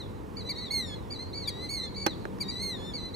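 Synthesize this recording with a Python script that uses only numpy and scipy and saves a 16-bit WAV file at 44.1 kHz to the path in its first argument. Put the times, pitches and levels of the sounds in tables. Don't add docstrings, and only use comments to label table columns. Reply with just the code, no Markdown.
import sys
import numpy as np
from scipy import signal
from scipy.fft import rfft, irfft
from scipy.io import wavfile

SR = 44100
rng = np.random.default_rng(int(sys.argv[2]) if len(sys.argv) > 2 else 0)


def master(y):
    cut = np.clip(np.atleast_2d(y).T, -1, 1)
    pcm = np.round(cut * 32767)
    wavfile.write(sys.argv[1], SR, pcm.astype(np.int16))


def ratio_of_db(decibels):
    return 10 ** (np.asarray(decibels, float) / 20)


N = 138915

# time in seconds, pitch in Hz, level in dB,
# level change of the partials above the second, in dB.
NEAR_CALLS = [
    [(0.488, 2166, -52, -9.0), (0.495, 2280, -32.5, -5), (0.503, 2305, -32.5, -4.5),
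     (0.512, 2230, -33.5, -3.5), (0.52, 2060, -35, -8), (0.53, 1885, -51, -9.0), (0.545, 1870, -54, -2),
     (0.6, 1944, -46, -9.0), (0.645, 1994, -43, -10), (0.668, 1990, -46.5, -7.4)],
    [(0.703, 1990, -49, -9.0), (0.71, 2119, -29, -8), (0.724, 2235, -35.5, 3.5), (0.745, 2170, -30, -1.5),
     (0.795, 2073, -32, 0.5), (0.85, 1875, -42.5, -1.5), (0.875, 1810, -51, 15.5), (0.94, 1681, -43, -4),
     (0.95, 1722, -36.5, -4)],
    [(1.472, 2294, -39, 6), (1.484, 2360, -29.5, -2.5), (1.495, 2147, -36.5, 7.5), (1.512, 1900, -50.5, -4),
     (1.6, 1980, -44.5, -5), (1.65, 2057, -39.5, -2.5), (1.683, 1990, -51.5, 0), (1.695, 2160, -36.5, 0),
     (1.708, 2249, -38.5, 5), (1.755, 2178, -36, 1), (1.8, 2042, -40, -0.5), (1.85, 1805, -49.5, 3),
     (1.893, 1707, -53, -4)],
    [(2.402, 2244, -41, 4), (2.414, 2353, -31, -1.5), (2.428, 2153, -37, 2.5), (2.445, 1888, -51.5, -2.5),
     (2.54, 1961, -44, -0.5), (2.605, 2004, -46, -1), (2.628, 2184, -35.5, 4.5), (2.655, 2143, -37, 2),
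     (2.7, 2068, -36, 1.5), (2.75, 1880, -40.5, -8.5), (2.785, 1730, -54, 5.5), (2.82, 1718, -47.5, -1),
     (2.858, 1798, -49.5, 6.5), (2.897, 1787, -47, 1.5), (2.935, 1644, -57, 6)],
]
NEAR_PARTIALS = [-10.5, 0, -17, -18, -21, -20, -43]
# frequency in Hz, left minus right in dB, left lead in radians.
NEAR_SHADE = [(1900, -8, .2), (2400, -1, .5), (3300, -3, 1.2), (3480, 0, 1.7), (3700, 7, -.1), (4050, 2, 0),
              (4250, -4.5, .6), (4550, -2, 1.7), (4680, 10, -.6), (5300, 0, -.2), (8400, -1.5, .3),
              (9400, 7.5, -.4), (10000, -8, -.8), (10800, -1, .1), (11400, -6, 0), (12000, -1, .4)]


def near_plover():
    return whistle(NEAR_CALLS, NEAR_PARTIALS, NEAR_SHADE, pitch_waver=0.0014, level_waver_db=0.6)


# time in seconds, pitch in Hz, level in dB.
FAR_DIPS = [
    [(0.366, 2232, -45), (0.38, 2315, -42.5), (0.393, 2283, -43.5), (0.416, 1990, -43), (0.436, 1955, -61),
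     (0.452, 1986, -46.5), (0.48, 2017, -41.5), (0.525, 2090, -51)],
    [(1.105, 2177, -32.5), (1.113, 2332, -44), (1.127, 2325, -34), (1.14, 2247, -41.5),
     (1.157, 1983, -44.5), (1.225, 2093, -41.5), (1.27, 2127, -52.5)],
    [(1.735, 2250, -37), (1.752, 2253, -37), (1.775, 2032, -42), (1.79, 1998, -42), (1.82, 2037, -40.5),
     (1.858, 2083, -37), (1.866, 2062, -38)],
    [(2.478, 2201, -46), (2.487, 2316, -34), (2.502, 2312, -31.5), (2.524, 2017, -42.5), (2.56, 1977, -43),
     (2.605, 2081, -37), (2.64, 2053, -47.5), (2.653, 1873, -58)],
    [(2.933, 2117, -45), (2.942, 2267, -34), (2.953, 2290, -36.5), (2.97, 2187, -40), (2.997, 1998, -37),
     (3.04, 2016, -38), (3.083, 2035, -49), (3.097, 1900, -40)],
]
# time in seconds, pitch in Hz, level in dB.
FAR_ARCS = [
    [(0.0, 2120, -37.5), (0.045, 1726, -62), (0.07, 1720, -56)],
    [(0.55, 1948, -47), (0.562, 2033, -43), (0.582, 2206, -38), (0.62, 2128, -43), (0.65, 1997, -44),
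     (0.7, 1630, -54.5)],
    [(1.327, 1846, -42), (1.338, 2117, -41), (1.352, 2267, -41), (1.38, 2275, -39.5), (1.42, 2197, -40),
     (1.46, 1890, -43), (1.495, 1594, -47)],
    [(1.943, 1866, -42), (1.953, 2160, -42.5), (1.967, 2259, -39), (2.04, 2263, -36.5), (2.075, 2086, -39),
     (2.1, 1998, -42.5), (2.142, 1650, -47)],
    [(3.135, 1830, -52), (3.149, 2150, -25)],
]
FAR_PARTIALS = [-17.5, -1.5, -23, -23]
# frequency in Hz, left minus right in dB, left lead in radians.
FAR_SHADE = [(1900, -6, .4), (2400, 0, 1), (3450, -2, 1.5), (3800, 1, 0), (4300, -3, 1), (4750, 3, 2.2),
             (5500, 1, -.6), (8500, -2, 1.9)]


def far_plover():
    return whistle(FAR_DIPS + FAR_ARCS, FAR_PARTIALS, FAR_SHADE, pitch_waver=0.0028, level_waver_db=2.77)


def whistle(calls, partials, shade, pitch_waver, level_waver_db):
    edge_s = 0.005
    full_voice_db, dulling = -16.5, 0.15
    first_db_per_octave = 9
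    out = np.zeros((2, N))
    time = np.arange(N) / SR
    bend = 1 + pitch_waver * drift(64.0)
    flutter_db = level_waver_db * drift(56.0)
    for rows in calls:
        start_s, end_s = rows[0][0], rows[-1][0]
        a = max(int((start_s - edge_s) * SR), 0)
        b = min(int((end_s + edge_s) * SR), N)
        t = time[a:b]
        hz = glide(rows, t) * bend[a:b]
        fade = np.clip(np.minimum(t - start_s, end_s - t) / edge_s / 2 + 0.5, 0, 1) ** 2
        effort_db = in_time(rows, column=2)[a:b]
        level = np.sqrt(2) * fade * ratio_of_db(effort_db + flutter_db[a:b])
        upper_db = in_time(rows, column=3)[a:b] if len(rows[0]) > 3 else 0
        turn = 2 * np.pi * np.cumsum(hz) / SR
        for k, partial_db in enumerate(partials, 1):
            db = partial_db + dulling * max(k - 4, 0) * (effort_db - full_voice_db)
            if k > 2:
                db = db + upper_db
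            if k == 1:
                db = db + first_db_per_octave * np.log2(hz / hz.max())
            half_db = at_hz(shade, k * hz) / 2
            lead = at_hz(shade, k * hz, column=2)
            out[0, a:b] += level * ratio_of_db(db + half_db) * np.sin(k * turn + lead)
            out[1, a:b] += level * ratio_of_db(db - half_db) * np.sin(k * turn)
    return out


def field(near, far):
    bank_s, bank_spread_s, bank_db = 0.165, 0.028, -18.5
    tail_db, near_drier_db, tail_t60_s = -1.5, -7.5, 0.056
    haze_db, haze_t60_s = -15, 0.5
    t = np.arange(SR) / SR
    bank_noise, tail_noise = rng.standard_normal((2, 2, SR))
    bank = np.exp(-((t - bank_s) / bank_spread_s) ** 2)
    bank = ratio_of_db(bank_db) * bank_noise * bank / np.linalg.norm(bank)
    tail = ratio_of_db(-60 * t / tail_t60_s) + ratio_of_db(haze_db - 60 * t / haze_t60_s)
    tail = tail * (t > 0.004)
    tail = ratio_of_db(tail_db) * tail_noise * tail / np.linalg.norm(tail)
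    to_bank = (near + far).mean(axis=0)[None]
    to_water = (ratio_of_db(near_drier_db) * near + far).mean(axis=0)[None]
    echo = signal.fftconvolve(to_bank, bank, axes=1)
    scatter = signal.fftconvolve(to_water, tail, axes=1)
    dull = signal.butter(2, 5500, fs=SR, output="sos")
    return signal.sosfilt(dull, echo + scatter)[:, :N]


# time in seconds, level of rattle and body in dB,
# treble tilt in dB per octave, share of the full ring time, level of the snap in dB.
CLICKS = [(2.064, -18, 1.94, 0.99, -13), (2.2539, -32, -2.5, 0.51, -22), (2.386, -35.5, -1.5, 0.24, -37.5)]


def camera():
    pan_db, left_lag_s, attack_s = -8, 0.00105, 0.0003
    snap_hz, snap_t60_s = 1500, 0.006
    size = 8192
    t = np.arange(size) / SR
    out = np.zeros((2, N + SR))
    for s, db, tilt_db, ring, snap_db in CLICKS:
        burst = ratio_of_db(3.5) * rattle(t, tilt_db, ring, pan_db)
        body = ratio_of_db(-6.5) * body_ring(t, tilt_db, ring)
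        click = ratio_of_db(db) * (burst + body) * np.clip(t / attack_s, 0, 1)
        side_db = pan_db * np.array([[0.5], [-0.5]])
        snap = ratio_of_db(snap_db + side_db - 60 * t / snap_t60_s) * np.sin(2 * np.pi * snap_hz * t)
        click = click - snap
        for side, lag in enumerate([left_lag_s, 0]):
            i = int((s + lag) * SR)
            out[side, i:i + size] += click[side]
    return out[:, :N]


# frequency in Hz, relative level in dB.
RATTLE = [(88, -37), (150, 4), (771, 1), (2040, -10.5), (3320, -18), (5400, -16.5), (8980, -24),
          (15800, -26)]
# frequency in Hz, time to fall by 60 dB in seconds.
RATTLE_T60_S = [(200, 0.042), (800, 0.052), (2500, 0.048), (12000, 0.012)]


def rattle(t, tilt_db, ring, pan_db):
    shaded_above_hz = 700
    hz = np.arange(len(t) // 2 + 1) * SR / len(t)
    edges = 140 * 2 ** np.arange(0, 7.1, 0.5)
    balance_db = pan_db * np.clip(np.log2(hz / shaded_above_hz + 1e-9), 0, 1)
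    colour_db = at_hz(RATTLE, hz) + tilt_db * np.log2(hz / 1000 + 0.0054)
    noise = pair(0.8, balance_db, bass_lead(hz), size=len(t)) * ratio_of_db(colour_db)
    burst = 0
    for lo, hi in zip(edges, edges[1:]):
        band = irfft(noise * (hz >= lo) * (hz < hi))
        t60 = ring * at_hz(RATTLE_T60_S, np.sqrt(lo * hi))
        burst = burst + band * ratio_of_db(-60 * t / t60)
    return burst / np.std(irfft(noise))


# frequency in Hz, relative level in dB before tilting,
# time to fall by 60 dB at full ring time in seconds.
BODY = [(324, 4.5, 0.11), (568, -2, 0.064), (844, 8, 0.024), (1150, -5, 0.04)]


def body_ring(t, tilt_db, ring):
    out = 0
    for f, db, t60 in BODY:
        db = db + tilt_db * np.log2(f / 1000) + rng.normal(0, 0.97)
        phase = np.array([[bass_lead(f)], [0]])
        out = out + ratio_of_db(db - 60 * t / t60 / ring) * np.sin(2 * np.pi * f * t + phase)
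    return out


def bass_lead(hz):
    lead_s, bass_top_hz = 0.00074, 900
    return 2 * np.pi * np.minimum(hz, bass_top_hz) * lead_s


# frequency in Hz, relative level in dB.
AIR = [(18, -37), (30, 1), (198, -4), (523, -8.5), (612, -11.5), (931, -18), (1310, -22), (1940, -29.5),
       (2150, -31), (3540, -36.5), (4980, -40.5), (15800, -49)]
# frequency in Hz, likeness from 0 to 1.
AIR_LIKENESS = [(500, .9), (900, .7), (3000, .5), (5500, .85)]
# frequency in Hz, left minus right in dB.
AIR_BALANCE = [(40, 3), (150, 0), (350, -.4), (520, 4), (800, -8), (1100, -7), (1250, -3), (1600, -7),
               (2500, -3.5), (4500, -.3)]
# frequency in Hz, left lead in radians.
AIR_PHASE = [(40, -2), (110, -1.3), (300, -.9), (480, -1.2), (620, -3.1), (780, -3.4), (1000, -6.2),
             (1300, -8.4), (1650, -9.5), (1900, -12.5)]


def air():
    level_db, gust_db = -40, 0.58
    hz = np.arange(N // 2 + 1) * SR / N
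    both = pair(at_hz(AIR_LIKENESS, hz), at_hz(AIR_BALANCE, hz), at_hz(AIR_PHASE, hz), size=N)
    colour_db = at_hz(AIR, hz) - edge_loss_db(hz)
    return rms_one(irfft(both * ratio_of_db(colour_db), N)) * ratio_of_db(level_db + gust_db * drift(3.6))


def edge_loss_db(hz):
    low_hz, top_hz = 41, 15600
    return 10 * np.log10(1 + (low_hz / (hz + 1)) ** 8 + (hz / top_hz) ** 80)


# frequency in Hz, width in Hz, level in dB.
HUM = [(94.4, 9.7, -50.5), (104.4, 12, -61.5)]
# time in seconds, level in dB.
HUM_OCTAVE_LEVEL = [(0, -56.5), (1.9, -55), (2.1, -43.5), (3.15, -52)]


def hum():
    out = 0
    for f, width, db in HUM:
        out = out + ratio_of_db(db) * hum_line(f, width)
    return out + ratio_of_db(in_time(HUM_OCTAVE_LEVEL, column=1)) * hum_line(192.6, 18)


def hum_line(f, width):
    hz = np.arange(N // 2 + 1) * SR / N
    noise = pair(0.81, 0, -1.25, size=N)
    return rms_one(irfft(noise / (1 + (2 * (hz - f) / width) ** 2), N))


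def rms_one(x):
    return x / np.sqrt(np.mean(x ** 2) + 1e-20)


def at_hz(points, hz, column=1):
    points = np.array(points)
    return np.interp(np.log(hz + 1), np.log(points[:, 0]), points[:, column])


def in_time(rows, column):
    rows = np.array(rows)
    return np.interp(np.arange(N) / SR, rows[:, 0], rows[:, column])


def drift(rate):
    r = np.exp(-2 * np.pi * rate / SR)
    smooth = signal.lfilter([1], [1, -2 * r, r * r], rng.standard_normal(N + SR))
    return rms_one(smooth[SR:])


def pair(likeness, balance_db, phase, size):
    a, b = rfft(rng.standard_normal((2, size)))
    alike = np.clip(likeness, 0, 1)
    left = (alike * a + np.sqrt(1 - alike ** 2) * b) * np.exp(1j * phase)
    return np.array([left * ratio_of_db(balance_db / 2), a * ratio_of_db(-balance_db / 2)])


def glide(rows, t):
    s, hz = np.array(rows)[:, :2].T
    step = np.maximum(np.diff(s), 1e-4)
    rise = np.diff(hz) / step
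    inner = 2 * np.maximum(rise[1:] * rise[:-1], 0) / (rise[1:] + rise[:-1] + 1e-9)
    slope = np.r_[rise[0], inner, rise[-1]]
    i = np.clip(np.searchsorted(s, t) - 1, 0, len(step) - 1)
    u = np.clip((t - s[i]) / step[i], 0, 1)
    ease = u * u * (3 - 2 * u)
    curve = step[i] * u * (1 - u) * ((1 - u) * slope[i] - u * slope[i + 1])
    return hz[i] + ease * (hz[i + 1] - hz[i]) + curve


def scene():
    near = near_plover()
    far = far_plover()
    return near + far + field(near, far) + camera() + air() + hum()


def low_pass(x):
    return signal.sosfilt(signal.butter(12, 16320, fs=SR, output="sos"), x)


def record(dry):
    return low_pass(dry)


dry = scene()
out = record(dry)
master(out)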